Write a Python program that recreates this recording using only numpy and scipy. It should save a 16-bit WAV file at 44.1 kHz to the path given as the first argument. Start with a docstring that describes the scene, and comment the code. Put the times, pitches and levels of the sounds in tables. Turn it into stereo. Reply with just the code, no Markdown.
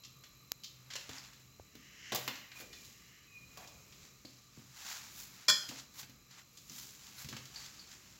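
"""Food is laid out on a kitchen table, close to a hand-held phone. First come light taps, a knock,
and fingers bumping the phone. From about 1.6 to 4 s a glass bowl is dragged, scraping and squeaking;
a bamboo board is knocked, hardest at 2.1 s. Cloth and hands rustle, and at 5.5 s a plate lands with
a clank and rings. Last, a tortilla is swept onto the board and patted flat.
Throughout, a small hard room rings over a quiet hum."""
import sys
import numpy as np
from scipy import signal
from scipy.fft import rfft, irfft, next_fast_len
from scipy.io import wavfile

SR = 44100
rng = np.random.default_rng(int(sys.argv[2]) if len(sys.argv) > 2 else 0)


def int16_out(signal):
    """Quantize to a 16-bit WAV file."""
    q = np.round(np.clip(np.atleast_2d(signal).T, -1, 1) * 32767)
    wavfile.write(sys.argv[1], SR, q.astype(np.int16))


N = 361179
TIME_S = np.arange(N) / SR
RING_S = TIME_S[:30000]  # time axis of one decay


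def plate(ring_db=1, build_s=0.0043, chatter_t60_s=0.045, crack_db=-27, clack_db=-32):
    """Each rim contact cracks, clacks and starts a quickly damped ring; the settled plate rings on."""
    # Each row: start of a rim contact in seconds, gain in dB.
    rim_hits = [(5.4821, -10), (5.4842, 0), (5.491, -4.5), (5.495, -2), (5.4997, -0.5), (5.51, -9)]
    # Each row: plate mode in Hz, relative level in dB, t60 in seconds.
    modes = [(593, -42, .25), (1050, -37, .27), (1130, -50, .25), (1240, -51, .25), (1340, -48, .28),
             (1432, -50, .3), (1486, -46, .35), (1770, -47, .4), (1801, -38, .29), (1841, -37, .28),
             (2365, -32, .21), (3100, -49, .5), (3192, -36, .47), (3267, -41, .4), (3393, -29, .27),
             (3978, -45, .37), (4161, -44, .3), (4239, -35, .4), (4311, -33, .28), (4619, -45, .3),
             (4973, -30, .37), (5042, -39, .55), (5413, -33, .27), (5566, -44, .5), (5634, -36, .27),
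             (5900, -44, .35), (6406, -46, .5), (6821, -45, .44), (7289, -41, .38), (7337, -38, .28)]
    contacts, free_ring = np.zeros((2, N))
    for start_s, db in rim_hits:
        crack = undb(crack_db) * burst(centre_hz=7600, octaves=0.88, t60_s=0.057)
        clack = undb(clack_db) * burst(centre_hz=1400, octaves=0.25, t60_s=0.054)
        chatter = ringing(modes) * fade(chatter_t60_s)
        add(contacts, start_s, undb(db) * (crack + clack + chatter))
    build_up = 1 - np.exp(-RING_S / build_s)
    add(free_ring, rim_hits[0][0], undb(ring_db) * ringing(modes) * build_up)
    return contacts, free_ring


def knocks(thud_octaves=0.82, thud_db=-3, ring_db=-4):
    """A blow clicks, thuds and rings the board and table; the modes nearest the thud's centre ring most."""
    # Each row: start in seconds, thud's relative level in dB, thud centre in Hz, thud t60 in seconds,
    # click level in dB, click centre in Hz, level of the click's crisp edge in dB.
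    blows = [(.955, -53.5, 705, 0.097, -39.5, 3360, -60), (1.092, -48.5, 262, 0.085, -46.5, 3400, -68),
             (1.332, -79, 195, .08, -56.5, 2800, -66), (1.753, -55, 244, 0.05, -56, 2900, -54),
             (2.121, -34, 545, 0.1, -35.5, 3000, -42), (2.129, -48, 150, 0.13, -39, 3000, -62),
             (2.148, -37.5, 840, 0.15, -36.5, 5000, -29), (2.157, -43, 595, 0.072, -34.5, 5000, -30),
             (2.278, -44.5, 298, 0.083, -33.5, 1560, -35), (2.601, -53.5, 413, .5, -51.5, 5000, -51),
             (3.573, -53, 696, 0.66, -49, 5540, -51), (4.250, -51, 304, 0.065, -54.5, 4500, -72),
             (4.575, -52.5, 183, 0.16, -72, 2000, -84), (5.487, -48.5, 240, 0.32, -58, 2000, -48),
             (5.689, -51, 230, .33, -40, 5200, -60), (5.712, -48, 810, .096, -61, 1500, -71),
             (6.030, -56.5, 216, 0.12, -50.5, 2440, -56), (6.096, -62.5, 220, 0.058, -57.5, 3570, -57.5),
             (6.699, -57.5, 210, 0.41, -56, 3000, -66), (7.245, -46.5, 130, 0.31, -48, 5000, -56),
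             (7.288, -51.5, 242, 0.31, -44.5, 5000, -56), (7.327, -46.5, 175, 0.15, -43.5, 1490, -62),
             (7.366, -56, 500, 0.076, -43, 2300, -54)]
    # Each row: mode of table top and board in Hz, relative level in dB, t60 in seconds.
    table_modes = [(129.2, 8, 0.28), (219, 6.5, 0.038), (266, 7.5, 0.076), (336, 0, 0.082),
                   (400, -2, 0.033), (487, 3.5, 0.023), (600, -4, 0.2), (717, 2.5, 0.031),
                   (1027, 6.5, 0.04), (1140, 9.5, 0.08)]
    thuds, clicks, edges = np.zeros((3, N))
    for start_s, blow_db, thud_hz, thud_t60_s, click_db, click_hz, edge_db in blows:
        reach = bell(thud_hz, thud_octaves)
        ring = ringing([(hz, db + 20 * np.log10(reach(hz)), t60_s) for hz, db, t60_s in table_modes])
        thud = burst(thud_hz, thud_octaves, thud_t60_s)
        add(thuds, start_s, undb(blow_db) * (undb(thud_db) * thud + undb(ring_db) * ring))
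        add(clicks, start_s, undb(click_db) * burst(click_hz, octaves=2.02, t60_s=0.073))
        add(edges, start_s, undb(edge_db) * burst(centre_hz=13400, octaves=0.42, t60_s=0.038))
    return thuds, clicks, edges


def bowl(flutter_db=5, pitch_jitter=0.013):
    """Glass scrapes over the table and at times sticks and slips in a thin, unsteady squeak."""
    # Each row: peak time, rise and fall of a push in seconds, level in dB.
    pushes = [(1.86, .25, 0.28, -63), (2.09, 0.33, 0.62, -53), (2.38, 0.33, .25, -58), (3.16, 0.9, .4, -65)]
    # Each row: scrape resonance in Hz, width in Hz, relative level in dB.
    peaks = [(1980, 690, 0.5), (2870, 570, -2), (5630, 3200, -4.5)]
    # One list per squeak. Each row: time in seconds, pitch in Hz, level in dB.
    squeaks = [
        [(2.46, 2520, -73), (2.5, 2445, -63), (2.58, 2444, -62), (2.65, 2380, -56.5), (2.7, 2370, -72),
         (2.75, 2426, -59), (2.86, 2350, -75)],
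        [(3.27, 2550, -69), (3.35, 2470, -61), (3.38, 2437, -47), (3.4, 2424, -67), (3.5, 2476, -66),
         (3.56, 2463, -70), (3.9, 2460, -76)],
    ]

    def spectrum(hz):
        return np.sqrt(sum((undb(db) * resonance(centre_hz, width_hz)(hz)) ** 2 / width_hz
                           for centre_hz, width_hz, db in peaks))

    power = sum((undb(db) * swell(peak_s, rise_s, fall_s)) ** 2 for peak_s, rise_s, fall_s, db in pushes)
    out = noise(spectrum) * np.sqrt(power)
    for squeak in squeaks:
        times_s, hz, db = np.transpose(squeak)
        pitch_hz = np.interp(TIME_S, times_s, hz) * (1 + pitch_jitter * drift(rate_hz=300))
        level_db = np.interp(TIME_S, times_s, db, left=-np.inf, right=-np.inf)
        level_db += flutter_db * drift(rate_hz=70)
        out += undb(level_db) * np.sin(2 * np.pi * np.cumsum(pitch_hz) / SR)
    return out


def taps(ticks_per_s=30, scatter_db=3):
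    """Food and fingers tap, nudged dishes clink, and handling scatters tiny ticks."""
    # Each row: start in seconds, level in dB, centre in Hz, spread in octaves, t60 in seconds.
    light_taps = [(.036, -54, 4200, 0.79, 0.083), (0.049, -50.5, 4650, 0.88, 0.076),
                  (0.237, -53.5, 2930, 2, 0.089), (0.6358, -48, 4100, 0.77, 0.034),
                  (.637, -53, 14000, 0.52, .1), (.643, -45, 4300, 0.69, 0.094),
                  (.903, -48.5, 2880, 1.55, 0.27), (0.936, -42, 3470, 1.35, 0.04),
                  (.963, -39, 3650, 1.5, 0.029), (1.01, -48, 3200, 1.2, 0.023),
                  (1.133, -42.5, 4260, 0.68, 0.012), (1.182, -46, 4960, 0.45, 0.031),
                  (1.248, -53, 3600, 1.3, 0.037), (2.355, -47, 3500, 1, 0.053),
                  (2.517, -49, 2280, 1.1, 0.07), (2.729, -51, 3500, 1.44, 0.14),
                  (3.674, -53.5, 5500, 1.1, 0.08), (3.924, -57, 3500, 1.8, 0.11),
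                  (5.790, -52.5, 5500, 0.64, 0.09), (6.573, -52, 6000, 1.1, .09),
                  (6.697, -49, 5630, 0.27, .04), (7.455, -49, 6000, 1.5, .045),
                  (7.66, -49.5, 5830, 1.3, .044)]
    # Each row: start in seconds, level in dB, pitch in Hz.
    clinks = [(.964, -44.5, 2740), (2.123, -53, 2430), (2.281, -46, 3030), (4.252, -50.5, 4500),
              (7.184, -55, 4220), (7.288, -48, 3700), (7.560, -45.5, 4630), (7.794, -52, 4600)]
    # Each row: start and end of handling in seconds, tick gain in dB.
    handling = [(.91, 1.25, -56.5), (7.18, 7.40, -57)]
    out, impulses = np.zeros((2, N))
    for start_s, db, hz, octaves, t60_s in light_taps:
        add(out, start_s, undb(db) * burst(hz, octaves, t60_s))
    for start_s, db, hz in clinks:
        add(out, start_s, undb(db) * burst(hz, octaves=0.13, t60_s=0.06))
    for start_s, end_s, db in handling:
        fires = (rng.random(N) < ticks_per_s / SR) & (TIME_S > start_s) & (TIME_S < end_s)
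        impulses += fires * undb(db + scatter_db * rng.standard_normal(N))
    tick = burst(centre_hz=4300, octaves=1.5, t60_s=0.02)
    return out + signal.fftconvolve(impulses, tick)[:N]


def rustles(surge_db=2.5, grain_db=2):
    """Cloth, hands and tortilla catch and slip in tiny grains: a soft rub, a hiss and a fine sizzle."""
    # Each row: peak time, rise and fall in seconds, then hiss, rub and sizzle levels in dB.
    strokes = [(1.19, 0.4, 0.19, -56, -53.5, -60), (1.41, 0.27, 0.16, -69, -69, -67),
               (2.61, 0.14, 0.11, -57.5, -57, -53), (2.85, 0.41, 0.58, -61, -75, -61),
               (3.62, 0.18, 0.3, -66, -62, -65), (4.04, 0.17, 0.28, -61, -67, -70),
               (4.29, 0.094, 1.3, -64, -72, -71), (4.888, .34, 0.38, -47, -49.5, -48.5),
               (5.20, 0.18, 0.27, -56.5, -64.5, -49.5), (5.44, 0.71, 0.34, -61, -62, -66),
               (5.80, 0.43, 0.11, -55.5, -58, -61), (6.00, 0.089, 0.08, -53, -58, -49.5),
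               (6.31, 0.021, 0.13, -57.5, -61, -85), (6.39, 0.13, 0.082, -60, -58, -65),
               (6.79, 0.32, 0.5, -54, -63, -51), (7.02, .4, 0.94, -61.5, -66, -72),
               (7.20, 0.15, 0.37, -59.5, -62, -54), (7.62, 0.71, 1.5, -57.5, -61, -62)]
    grains = unit_rms(undb(surge_db * drift(rate_hz=14) + grain_db * drift(rate_hz=350)))
    rub = noise(band(low_hz=736, high_hz=2610))
    hiss = noise(band(low_hz=3100, high_hz=8760))
    sizzle = noise(band(low_hz=8700, high_hz=17100))
    band_power = sum(np.outer(undb(levels_db), swell(peak_s, rise_s, fall_s)) ** 2
                     for peak_s, rise_s, fall_s, *levels_db in strokes)
    return grains * np.sum(np.sqrt(band_power) * [hiss, rub, sizzle], axis=0)


def phone_touches(push_hz=620, wobble_hz=92, wobble_db=-6):
    """A finger bump is one quick push and a low wobble; a snap is one impulse into the phone's case."""
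    # Each row: start in seconds, level of the push in dB.
    bumps = [(1.096, -42.5), (1.5981, -40.5)]
    # Each row: start in seconds, gain in dB.
    snaps = [(0.5188, -24)]
    # Each row: case mode in Hz, relative level in dB, t60 in seconds.
    case_modes = [(330, -51, 0.01), (1600, -10, 0.0011), (5230, 0, 0.0019), (6740, 2.5, 0.0015),
                  (12700, 8.5, 0.0018), (15000, 0, .002)]
    push = np.sin(2 * np.pi * push_hz * RING_S) * (RING_S < 1 / push_hz)
    wobble = np.sin(2 * np.pi * wobble_hz * RING_S) * fade(t60_s=0.075)
    snap = sum(undb(db) * fade(t60_s) * np.sin(2 * np.pi * hz * RING_S) for hz, db, t60_s in case_modes)
    out = np.zeros(N)
    for start_s, db in bumps:
        add(out, start_s, undb(db) * (push + undb(wobble_db) * wobble))
    for start_s, db in snaps:
        add(out, start_s, undb(db) * snap)
    return out


def kitchen(sound, gap_s=0.0066, build_s=0.0031):
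    """Dense reflections from hard, near walls; each octave decays at its own rate."""
    # Each row: frequency in Hz, reverberation t60 in seconds.
    decay_times = [(150, 0.64), (600, 0.54), (2500, 0.56), (6000, 0.36), (14000, 0.64)]
    tail = np.zeros(len(RING_S))
    for hz in 125 * 2 ** np.arange(8):
        octave = noise(band(hz / np.sqrt(2), hz * np.sqrt(2)), size=len(RING_S))
        tail += np.sqrt(hz) * octave * fade(along(decay_times, hz))
    tail *= np.clip((RING_S - gap_s) / build_s, 0, 1)
    return signal.fftconvolve(sound, tail / np.linalg.norm(tail))[:N]


def background(floor_db=-62.5, drift_db=-2.1, buzz_db=-71, pulse_hz=48.7):
    """Room rumble and hiss, faint appliance hum and whines, and a high, pulsing electronic buzz."""
    # Each row: frequency in Hz, relative density of the room noise in dB.
    floor_shape = [(30, -3), (54, -0.5), (85, -1.5), (130, -3.5), (180, -0.5), (300, -7), (500, -12),
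                   (800, -19.5), (1200, -13), (1600, -20.5), (2500, -12), (3300, -22), (7000, -15.5),
                   (9500, -20), (15500, -18.5)]
    # Each row: centre in Hz, width in Hz, base level in dB.
    whine_peaks = [(128.1, 14, -69), (1193, 130, -75), (3942, 80, -76.5), (4093, 63, -76.5)]
    # Each row: time in seconds, gain of whines and buzz in dB.
    appliance_curve = [(0, 1.5), (.45, 1), (.7, -1), (2.0, -3.5), (3.2, -2.5), (3.5, -0.5), (4.3, -4),
                       (6.3, -3), (8.1, -6)]
    air = undb(floor_db + drift_db * drift(rate_hz=2.5)) * noise(lambda hz: undb(along(floor_shape, hz)))
    whines = sum(undb(db) * noise(resonance(hz, width_hz)) for hz, width_hz, db in whine_peaks)
    pulse = unit_rms(1 + np.sin(2 * np.pi * pulse_hz * TIME_S))
    buzz = undb(buzz_db) * noise(resonance(centre_hz=12500, width_hz=900)) * pulse
    appliance_db = np.interp(TIME_S, *np.transpose(appliance_curve))
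    return air + (whines + buzz) * undb(appliance_db)


def burst(centre_hz, octaves, t60_s):
    """Many close, damped modes struck at once."""
    return noise(bell(centre_hz, octaves), size=len(RING_S)) * fade(t60_s)


def ringing(modes):
    """Decaying sines with random phases."""
    return sum(undb(db) * fade(t60_s) * np.sin(2 * np.pi * (hz * RING_S + rng.random()))
               for hz, db, t60_s in modes)


def noise(gain, size=N):
    """Unit-rms noise with spectrum gain(hz)."""
    padded = next_fast_len(size)
    hz = np.maximum(np.fft.rfftfreq(padded, 1 / SR), 1)
    spectrum = rfft(rng.standard_normal(padded)) * gain(hz)
    return unit_rms(irfft(spectrum, padded)[:size])


def bell(centre_hz, octaves):
    """Broad resonance with gentle skirts."""
    return lambda hz: (1 + (np.log2(hz / centre_hz) / octaves) ** 2 / 2) ** -2 / np.sqrt(1 + hz / centre_hz)


def resonance(centre_hz, width_hz):
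    """One narrow peak."""
    return lambda hz: 1 / (1 + ((hz - centre_hz) / width_hz * 2) ** 2)


def band(low_hz, high_hz):
    """Pass band with steep edges."""
    return lambda hz: 1 / np.sqrt((1 + (low_hz / hz) ** 8) * (1 + (hz / high_hz) ** 8))


def swell(peak_s, rise_s, fall_s, depth_db=24):
    """Gain of a sliding stroke: up by depth_db over rise_s, down as much over fall_s."""
    distance = np.maximum((peak_s - TIME_S) / rise_s, (TIME_S - peak_s) / fall_s)
    return undb(-depth_db * distance.clip(max=8))


def fade(t60_s):
    """Exponential decay, 60 dB in t60_s."""
    return np.exp(-np.log(1000) * RING_S / t60_s)


def drift(rate_hz):
    """Smooth random drift with a spread near one."""
    return np.interp(TIME_S * rate_hz, np.arange(SR), rng.standard_normal(SR))


def along(points, hz):
    """Interpolate (Hz, value) points on a log-frequency axis."""
    points_hz, values = np.transpose(points)
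    return np.interp(np.log(hz), np.log(points_hz), values)


def add(track, start_s, sound):
    """Mix a sound into a track."""
    start = int(start_s * SR)
    track[start:start + len(sound)] += sound[:N - start]


def undb(db):
    """Decibels to gain."""
    return 10 ** (np.asarray(db) / 20)


def unit_rms(x):
    """Scale to an rms of one."""
    return x / np.sqrt(np.mean(x ** 2))


def scene():
    """Table sounds reach the walls, each by its own share; the rest stays dry. Both channels are equal."""
    thuds, clicks, edges = knocks()
    light_contacts = taps() + clicks
    drag = bowl()
    clank, ring = plate()
    direct = light_contacts + edges + thuds + drag + clank + ring
    to_walls = (undb(-3) * light_contacts + undb(-7.5) * edges + undb(-5) * thuds
                + undb(-6) * drag + undb(-7) * clank + undb(-21) * ring)
    mono = direct + kitchen(to_walls) + phone_touches() + rustles() + background()
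    return np.array([mono, mono])


def record(dry, top_hz=15900):
    """The phone's microphone dips in the upper treble; the top is cut."""
    # Each row: frequency in Hz, microphone gain in dB.
    response = [(25, -18.5), (55, 1), (1000, -1), (7300, 4.5), (8000, -5.5), (8800, -13), (10000, -7.5),
                (12000, -4.5), (15500, -2)]
    hz = np.maximum(np.fft.rfftfreq(N, 1 / SR), 1)
    cepstrum = irfft(np.log(undb(along(response, hz))), N)
    causal = np.r_[cepstrum[0], 2 * cepstrum[1:N // 2]]  # minimum phase: no ringing ahead of a click
    coloured = irfft(rfft(dry) * np.exp(rfft(causal, N)), N)
    lowpass = signal.ellip(10, 0.2, 70, top_hz, fs=SR, output="sos")
    return signal.sosfilt(lowpass, coloured)


dry = scene()
out = record(dry)
int16_out(out)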